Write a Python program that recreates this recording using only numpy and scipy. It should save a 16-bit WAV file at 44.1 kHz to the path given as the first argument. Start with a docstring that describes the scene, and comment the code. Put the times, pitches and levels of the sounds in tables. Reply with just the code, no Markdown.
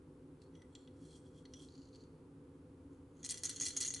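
"""Loose beads strike the walls of a hollow wooden toy animal, each impact exciting its damped modes.
At first the toy is turned in the hands: fingers slide and scrape on the wood, a bead drops now and then,
and one rolls along the cavity. Near the end the toy is shaken and the beads clatter in dense bursts.
The toy is heard from close by in a quiet room, with ventilation droning low behind it."""
import sys
import numpy as np
from scipy import signal
from scipy.fft import rfft, irfft, next_fast_len
from scipy.io import wavfile
from scipy.ndimage import map_coordinates

SR = 44100
rng = np.random.default_rng(int(sys.argv[2]) if len(sys.argv) > 2 else 0)


def dump_mix(stems):
    """Bounce the given channels to the path in sys.argv[1] as a 16-bit WAV at rate SR."""
    frames = np.atleast_2d(stems).T  # one column per channel
    limited = np.clip(frames, -1, 1)  # hard clip at full scale
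    pcm = np.round(limited * 32767).astype(np.int16)
    wavfile.write(sys.argv[1], SR, pcm)


N = 176400

# Bead impacts during the shake. Each row: start in seconds, then relative levels in dB of the crack,
# the bright ring, the lower body modes and the upper body modes.
SHAKE_IMPACTS = [(3.2304, -53, -52, -58, -59), (3.2424, -51, -46, -56, -51), (3.2475, -36, -48, -55, -49),
                 (3.2554, -41, -47, -62, -49), (3.2624, -35.5, -50, -60, -53), (3.2909, -35, -46, -52, -45),
                 (3.2974, -35, -45, -53.5, -44.5), (3.3024, -38, -48, -56, -41),
                 (3.3077, -28, -56, -50, -46), (3.3152, -32, -59, -53, -55), (3.3214, -37, -53, -53, -50),
                 (3.3424, -39, -55, -51.5, -48), (3.3737, -42, -56, -54, -50.5),
                 (3.3804, -43.5, -60, -59, -54), (3.4351, -32, -41, -49.5, -41),
                 (3.4444, -33, -45, -53, -42), (3.4536, -33, -33.5, -52.5, -49),
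                 (3.4594, -37, -37.5, -52.5, -44), (3.4945, -30.5, -55, -53, -44),
                 (3.5014, -42, -57, -57, -44), (3.5117, -45, -54, -55, -47), (3.5613, -44, -46, -59, -50),
                 (3.5688, -47, -47, -55, -52), (3.5998, -38, -38, -54, -46),
                 (3.6108, -33.5, -37, -50.5, -49), (3.6164, -40, -34.5, -50.5, -47),
                 (3.6234, -40, -36, -48, -45), (3.6344, -37, -37, -49, -49), (3.6434, -42, -39.5, -57, -47),
                 (3.6542, -33, -46, -55, -41.5), (3.6604, -32.5, -54, -49, -42),
                 (3.6646, -31.5, -41, -46.5, -39), (3.6724, -36, -45, -53, -41),
                 (3.6834, -32.5, -44, -51, -44), (3.6914, -44, -59, -61, -45),
                 (3.7054, -39.5, -68, -55, -46), (3.7652, -34, -39, -51, -53), (3.7672, -33, -37, -51, -52),
                 (3.7724, -37, -31.5, -51.5, -49), (3.7794, -38, -40, -56, -53),
                 (3.8045, -31, -44, -51, -41.5), (3.8106, -27.5, -42, -48, -39),
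                 (3.8174, -39, -43, -53, -42), (3.8224, -37, -47, -56, -38.5), (3.8284, -34, -47, -54, -42),
                 (3.8364, -40, -45, -52, -48), (3.8487, -38, -39, -49, -43), (3.8544, -39, -45, -52, -44),
                 (3.8614, -34, -43, -52, -50), (3.8684, -39, -43, -53, -51),
                 (3.8776, -36, -35.5, -52.5, -49), (3.8844, -41, -37, -64, -53),
                 (3.9045, -47, -37, -53.5, -55), (3.9114, -49, -48, -57.5, -53),
                 (3.9394, -32.5, -47, -57, -45.5), (3.9454, -40, -40.5, -58, -44),
                 (3.963, -41, -56, -52.5, -47)]
# Modes of an impact. Each row: frequency in Hz, relative level in dB, T60 (time to fall 60 dB) in seconds.
BODY_MODES = [(1870, -12, 0.046), (1984, -7.5, 0.057), (2365, -14, 0.052), (2816, -10, 0.033),
              (3304, 1, .04), (3480, -5, 0.028), (4190, -0.5, .04), (4400, -6, 0.032), (4614, -5, 0.026),
              (5520, -6.5, 0.024), (5870, 4, 0.046)]  # the hollow body
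BRIGHT_MODES = [(6250, -10, 0.05), (6560, 0, .09), (7080, -6, .06)]  # the ring of a hard contact
CRACK_MODES = [(7540, 2.5, .02), (8370, -0.5, 0.028), (8550, -1.5, .025), (9300, -8, .03), (9390, 0, 0.032),
               (10250, -1.5, 0.017), (10840, -2.5, .025)]  # high modes rung by the crack
# Soft knocks. Each row: start in seconds, relative levels in dB of the five soft modes and of the tick.
SOFT_IMPACTS = [(0.4179, -84, -86, -70, -90, -80, -69), (0.5531, -76, -70, -88, -78, -92, -81),
                (0.6195, -73, -75, -84, -77, -92, -73), (0.7517, -74, -58, -63, -72, -62, -74),
                (0.8749, -76, -66, -75, -86, -92, -84), (1.4531, -73, -66, -64, -73, -81, -73),
                (1.5369, -75, -61, -73, -57, -75, -64)]
# Modes of a soft knock. Each row: frequency in Hz, T60 in seconds.
SOFT_MODES = [(1970, .045), (3330, .04), (4280, .04), (5870, .04), (7300, .035)]
# Envelopes of rolling. 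Each row: time in seconds, relative level in dB.
SHAKE_ROLL_LEVEL = [(2.2, -100), (2.9, -107), (2.92, -81), (3.0, -100), (3.1, -94), (3.2, -74), (3.23, -78),
                    (3.3, -57), (3.42, -66.5), (3.47, -52.5), (3.55, -58), (3.66, -59.5), (3.74, -59),
                    (3.85, -53.5), (3.92, -70.5), (4.0, -53)]  # beads in the shaken toy
TILT_ROLL_LEVEL = [(1.68, -75), (1.688, -66.5), (1.72, -69), (1.87, -68), (1.92, -75), (1.95, -65.5),
                   (2.04, -72), (2.07, -80), (2.2, -89)]  # one bead in the tilted toy
# Bumps in that bead's path. Each row: start in seconds, relative level in dB.
TILT_BUMPS = [(1.6867, -55), (1.7042, -62), (1.7221, -59), (1.7401, -60), (1.755, -58), (1.7775, -58),
              (1.8179, -58), (1.8543, -60), (1.8884, -64), (1.9301, -61), (1.9491, -56), (1.9571, -55),
              (2.007, -59), (2.0379, -60)]
# Finger strokes. Each row: peak time in seconds, relative level in dB, 10 dB rise and fall in seconds.
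FINGER_STROKES = [(0.435, -77, .015, .025), (0.57, -79, .015, .02), (0.80, -80, .1, .06),
                  (1.06, -72.5, .08, 0.14), (1.17, -65.5, 0.093, 0.02), (1.27, -73, .03, .025),
                  (1.395, -69.5, 0.058, .02), (1.57, -70, 0.02, 0.0148), (1.63, -62.5, 0.057, 0.04)]
# Light scrapes. Each row: peak time in seconds, mode frequency in Hz, relative level in dB,
# seconds to fall 10 dB on either side.
LIGHT_SCRAPES = [(0.45, 4300, -78, .04), (0.575, 1970, -76.5, .025), (0.64, 1970, -77, .025),
                 (0.575, 3330, -79, .035), (0.575, 5900, -80, .035), (0.72, 8350, -85, .12),
                 (0.8, 7300, -78, .06), (0.84, 4250, -80, .1), (0.8, 3330, -81, .1), (1.11, 4200, -73, .05),
                 (1.15, 8400, -76, .1), (1.268, 3330, -76, .025), (1.385, 3330, -75, .04),
                 (1.475, 4280, -76, .025), (1.57, 5870, -67, .035), (1.585, 3330, -66, .04)]
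# Noise spectra. Each row: frequency in Hz, relative level in dB.
CRACK_SPECTRUM = [(300, -38), (900, -24), (1700, -30), (2000, -1), (3000, -10), (4500, 7), (7000, 6),
                  (11000, 1)]  # a hard contact
TICK_SPECTRUM = [(1000, -12), (2500, -2), (4300, 0), (8000, 0), (11000, -2)]  # a soft contact
SHAKE_ROLL_SPECTRUM = [(590, -56), (1000, -21), (1510, -9), (1700, -16), (1900, -9), (2490, -21),
                       (3300, -3), (3840, -15), (4330, -4), (5180, -22), (5730, -17), (6460, 1.5),
                       (7900, -10), (8470, -16.5), (11000, -13), (14300, -36), (22000, -120)]  # beads rolling between impacts
TILT_ROLL_SPECTRUM = [(1000, -40), (2000, -22), (2800, -14), (3300, -9), (3800, -13), (4350, 4.5),
                      (4750, -2.5), (5200, -15), (5900, -7.5), (6900, -5.5), (8000, -18), (11000, -21)]  # one rolling bead
SKIN_SPECTRUM = [(2000, -14), (2600, -12), (3300, -7), (3800, -12), (4200, 1.5), (4900, -5.5), (5800, 1),
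                 (6300, -4), (7200, 0.5), (7900, -4.5), (8400, 1), (9000, -5.5), (9900, -10.5), (10400, -2),
                 (11000, -8)]  # skin sliding on wood
AIR_SPECTRUM = [(20, -16.5), (33, -10), (45, -15.5), (72, 3), (105, 2.5), (130, -4.5), (200, -12),
                (250, -1), (330, -4.5), (480, -10.5), (560, -16), (650, -23.5), (900, -20), (1450, -26),
                (1800, -32.5), (3000, -37), (6000, -42.5), (11000, -39)]  # the rush of ventilation
# Reverberation of the room. Each row: frequency in Hz, T60 in seconds.
REVERB_T60 = [(500, 0.42), (4000, 0.49), (11000, 0.37)]
# Room resonances. Each row: frequency in Hz, half-width in Hz, level in dB.
ROOM_MODES = [(155.6, 11.6, -66), (275.1, 13.7, -62), (373.7, 15.4, -70), (442.4, 13, -74),
              (500.4, 10, -71)]
# Stereo width of the ventilation. Each row: frequency in Hz, level of side relative to mid in dB.
AIR_WIDTH = [(60, -33.5), (300, -23.5), (500, -13), (1000, -4), (3000, -3.5), (10000, -6)]

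TIME = np.arange(N) / SR
CONTACT_TIME = np.arange(SR // 12) / SR  # seconds since an impact


def shake(rebound_s=.009, rebound_db=-13.5, scatter_db=2.5):
    """Inelastic collision: each impact has two weaker rebounds, and the beads roll in between."""
    impacts = np.zeros(N)
    for start, *levels in SHAKE_IMPACTS:
        add(impacts, start, clack(*levels))
        for _ in range(2):
            delay = rebound_s * rng.uniform(0, 2)
            gain = amp(rebound_db + scatter_db * rng.normal())
            add(impacts, start + delay, gain * clack(*levels))
    return impacts + rolling(SHAKE_ROLL_SPECTRUM, SHAKE_ROLL_LEVEL, flutter_db=3.7, flutter_hz=400)


def clack(crack_db, bright_db, lower_db, upper_db):
    """Superposition: one bead on the wall gives a crack, a bright ring and the modes of the body."""
    burst = amp(-17.2) * crack(CRACK_SPECTRUM, t60=.02)
    high = amp(-15) * ring(CRACK_MODES, detune=.025)
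    snap = amp(-23) * crack(CRACK_SPECTRUM, t60=.003)
    lower = amp(lower_db - 6.8) * ring(BODY_MODES[:6])
    upper = amp(upper_db - 6.3) * ring(BODY_MODES[6:], detune=.012)
    bright = amp(bright_db - 4.8) * damp(ring(BRIGHT_MODES, detune=.01))
    return amp(crack_db) * (burst + high + snap) + bright + lower + upper


def crack(spectrum, t60, colour_db=4.5, spacing_hz=450):
    """A brief force has a broad spectrum; each point of contact gives it different peaks."""
    peaks = rng.standard_normal(128)
    colour = lambda hz: amp(colour_db * map_coordinates(peaks, [hz / spacing_hz]))
    burst = filtered(noise(spectrum, len(CONTACT_TIME)), colour)
    return unit_energy(burst * decay(CONTACT_TIME, t60))


def ring(modes, detune=.006, scatter_db=4):
    """Free vibration: a sum of damped sinusoids whose balance and pitch vary with each contact."""
    hz, db, t60 = np.transpose(modes)[:, :, None]
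    strength, pitch, polarity = rng.standard_normal((3, len(modes), 1))
    envelopes = amp(db + scatter_db * strength) * decay(CONTACT_TIME, t60)
    tones = np.sign(polarity) * np.sin(2 * np.pi * hz * (1 + detune * pitch) * CONTACT_TIME)
    return unit_energy(np.sum(envelopes * tones, axis=0))


def damp(vibration, median_hold_s=.0055, t60=.02):
    """Contact damping: the ring runs free for a varying time, then the bead stops it."""
    hold = median_hold_s * np.exp(.4 * rng.normal())
    return unit_energy(vibration * decay(np.maximum(CONTACT_TIME - hold, 0), t60))


def knocks():
    """Modal excitation: a soft contact ticks and rings five modes, balanced by where it lands."""
    out = np.zeros(N)
    for start, *modes_db, tick_db in SOFT_IMPACTS:
        add(out, start, amp(tick_db - 1.5) * crack(TICK_SPECTRUM, t60=.035))
        for (hz, t60), db in zip(SOFT_MODES, modes_db):
            band = resonance(rng.standard_normal(len(CONTACT_TIME)), hz, q=8)
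            rough = amp(-1) * unit_energy(band * decay(CONTACT_TIME, t60))
            add(out, start, amp(db - 3) * (ring([(hz, 0, t60)]) + rough))
    return out


def trundle():
    """Rolling contact: a bead runs along the tilted cavity, and each bump is a small impact."""
    out = amp(-8) * rolling(TILT_ROLL_SPECTRUM, TILT_ROLL_LEVEL, flutter_db=3, flutter_hz=160)
    for start, db in TILT_BUMPS:
        add(out, start, amp(db - 12.5) * crack(TILT_ROLL_SPECTRUM, t60=.017))
    return out


def rolling(spectrum, envelope, flutter_db, flutter_hz):
    """Amplitude modulation: rolling is heard as coloured noise whose level flutters at random."""
    times, db = np.transpose(envelope)
    gain = amp(np.interp(TIME, times, db, left=-120, right=-120))
    return gain * unit_rms(noise(spectrum) * amp(flutter_db * wobble(flutter_hz)))


def fingers(grain_db=2.8, low_cut_hz=1800, mode_hz=3320, half_width_hz=90):
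    """Sliding friction: strokes of skin on wood make a grainy hiss and drive the body's main mode."""
    strokes = [amp(db - 10 * np.maximum((peak - TIME) / rise, (TIME - peak) / fall))
               for peak, db, rise, fall in FINGER_STROKES]
    effort = np.linalg.norm(strokes, axis=0)  # the strokes add in power
    friction = rng.standard_normal(N) * amp(grain_db * wobble(500))
    hiss = filtered(friction, lambda hz: amp(along(SKIN_SPECTRUM, hz)) / (1 + (low_cut_hz / (hz + 1)) ** 4))
    note = resonance(friction, mode_hz, q=mode_hz / half_width_hz)
    pressure = np.sqrt(effort / effort.max())  # firm strokes favour the mode
    return effort * (amp(-2) * unit_rms(hiss) + amp(-5) * pressure * note)


def scrapes(grain_db=4):
    """Forced vibration: a bead or finger drags lightly, and friction keeps one mode sounding."""
    friction = rng.standard_normal(N) * amp(grain_db * wobble(90))
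    out = np.zeros(N)
    for peak, hz, db, fade in LIGHT_SCRAPES:
        swell = amp(db - 3.5 - 10 * ((TIME - peak) / fade) ** 2)
        out += swell * resonance(friction, hz, q=32)
    return out


def room(source, delay_samples=90):
    """Reflection: near surfaces answer first, and a faint diffuse tail follows."""
    hz, t, spectra = signal.stft(rng.standard_normal((3, SR // 2)), SR, nperseg=256)
    tails = signal.istft(spectra * decay(t, along(REVERB_T60, hz)[:, None]), SR, nperseg=256)[1]
    tail = tails[:2] + .89 * tails[2]  # the third is common to both ears
    walls = rng.standard_normal(tail.shape) * decay(TIME[:tail.shape[1]], t60=.025)
    response = amp(-11) * tail / np.linalg.norm(tail[0]) + amp(-7.5) * walls / np.linalg.norm(walls[0])
    delayed = np.pad(source, (delay_samples, 0))
    return signal.fftconvolve(delayed[None], response, axes=1)[:, :N]


def ventilation():
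    """Room resonance: a low, steady rush of air drones at the room's narrow modes."""
    def rush():
        drone = sum(amp(db) * resonance(rng.standard_normal(N), hz, q=hz / half_width)
                    for hz, half_width, db in ROOM_MODES)
        return amp(-61) * noise(AIR_SPECTRUM) + drone
    mid = rush()
    side = filtered(rush(), lambda hz: amp(along(AIR_WIDTH, hz)))
    return np.array([mid + side, mid - side])


def amp(db):
    """Decibels as an amplitude ratio."""
    return 10 ** (np.asarray(db) / 20)


def decay(t, t60):
    """Exponential decay of 60 dB in t60 seconds."""
    return amp(-60 * t / t60)


def unit_rms(x):
    """Normalisation to rms 1."""
    return x / np.sqrt(np.mean(x ** 2) + 1e-20)


def unit_energy(x):
    """Normalisation to the energy of 10 ms at rms 1."""
    return x / np.linalg.norm(x) * np.sqrt(SR / 100)


def along(points, hz):
    """Interpolation of (Hz, value) points on a logarithmic frequency axis."""
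    frequencies, values = np.transpose(points)
    return np.interp(np.log(hz + 1), np.log(frequencies + 1), values)


def filtered(x, response):
    """Linear filtering: the spectrum of x times a frequency response."""
    n = x.shape[-1]
    padded = next_fast_len(n + n // 8)
    return irfft(rfft(x, padded) * response(np.fft.rfftfreq(padded, 1 / SR)), padded)[..., :n]


def resonance(x, hz, q):
    """Response of one mode to x, at rms 1; the gain halves hz / q away from the centre."""
    return unit_rms(filtered(x, lambda f: 1 / (1 + ((f - hz) * q / hz) ** 2)))


def noise(spectrum, size=N):
    """Spectral shaping: coloured noise of rms 1."""
    return unit_rms(filtered(rng.standard_normal(size), lambda hz: amp(along(spectrum, hz))))


def wobble(rate):
    """Spline interpolation through random knots, rate of them a second."""
    return map_coordinates(rng.standard_normal(int(N * rate / SR) + 4), [TIME * rate])


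def add(track, start, sound):
    """Superposition of a sound on a track, from start seconds on."""
    part = track[max(0, round(start * SR)):][:len(sound)]
    part += sound[:len(part)]


def scene():
    """Direct and reflected sound of the toy, near the centre, add to the ventilation."""
    toy = shake() + knocks() + scrapes() + fingers() + trundle()
    balance = amp([[-.1], [.1]])  # left, right
    return (toy + room(toy)) * balance + ventilation()


def record(dry, cutoff_hz=11060):
    """Band limiting: a steep low-pass removes the highest treble."""
    return filtered(dry, lambda hz: 1 / np.sqrt(1 + (hz / cutoff_hz) ** 400))


dry = scene()
out = record(dry)
dump_mix(out)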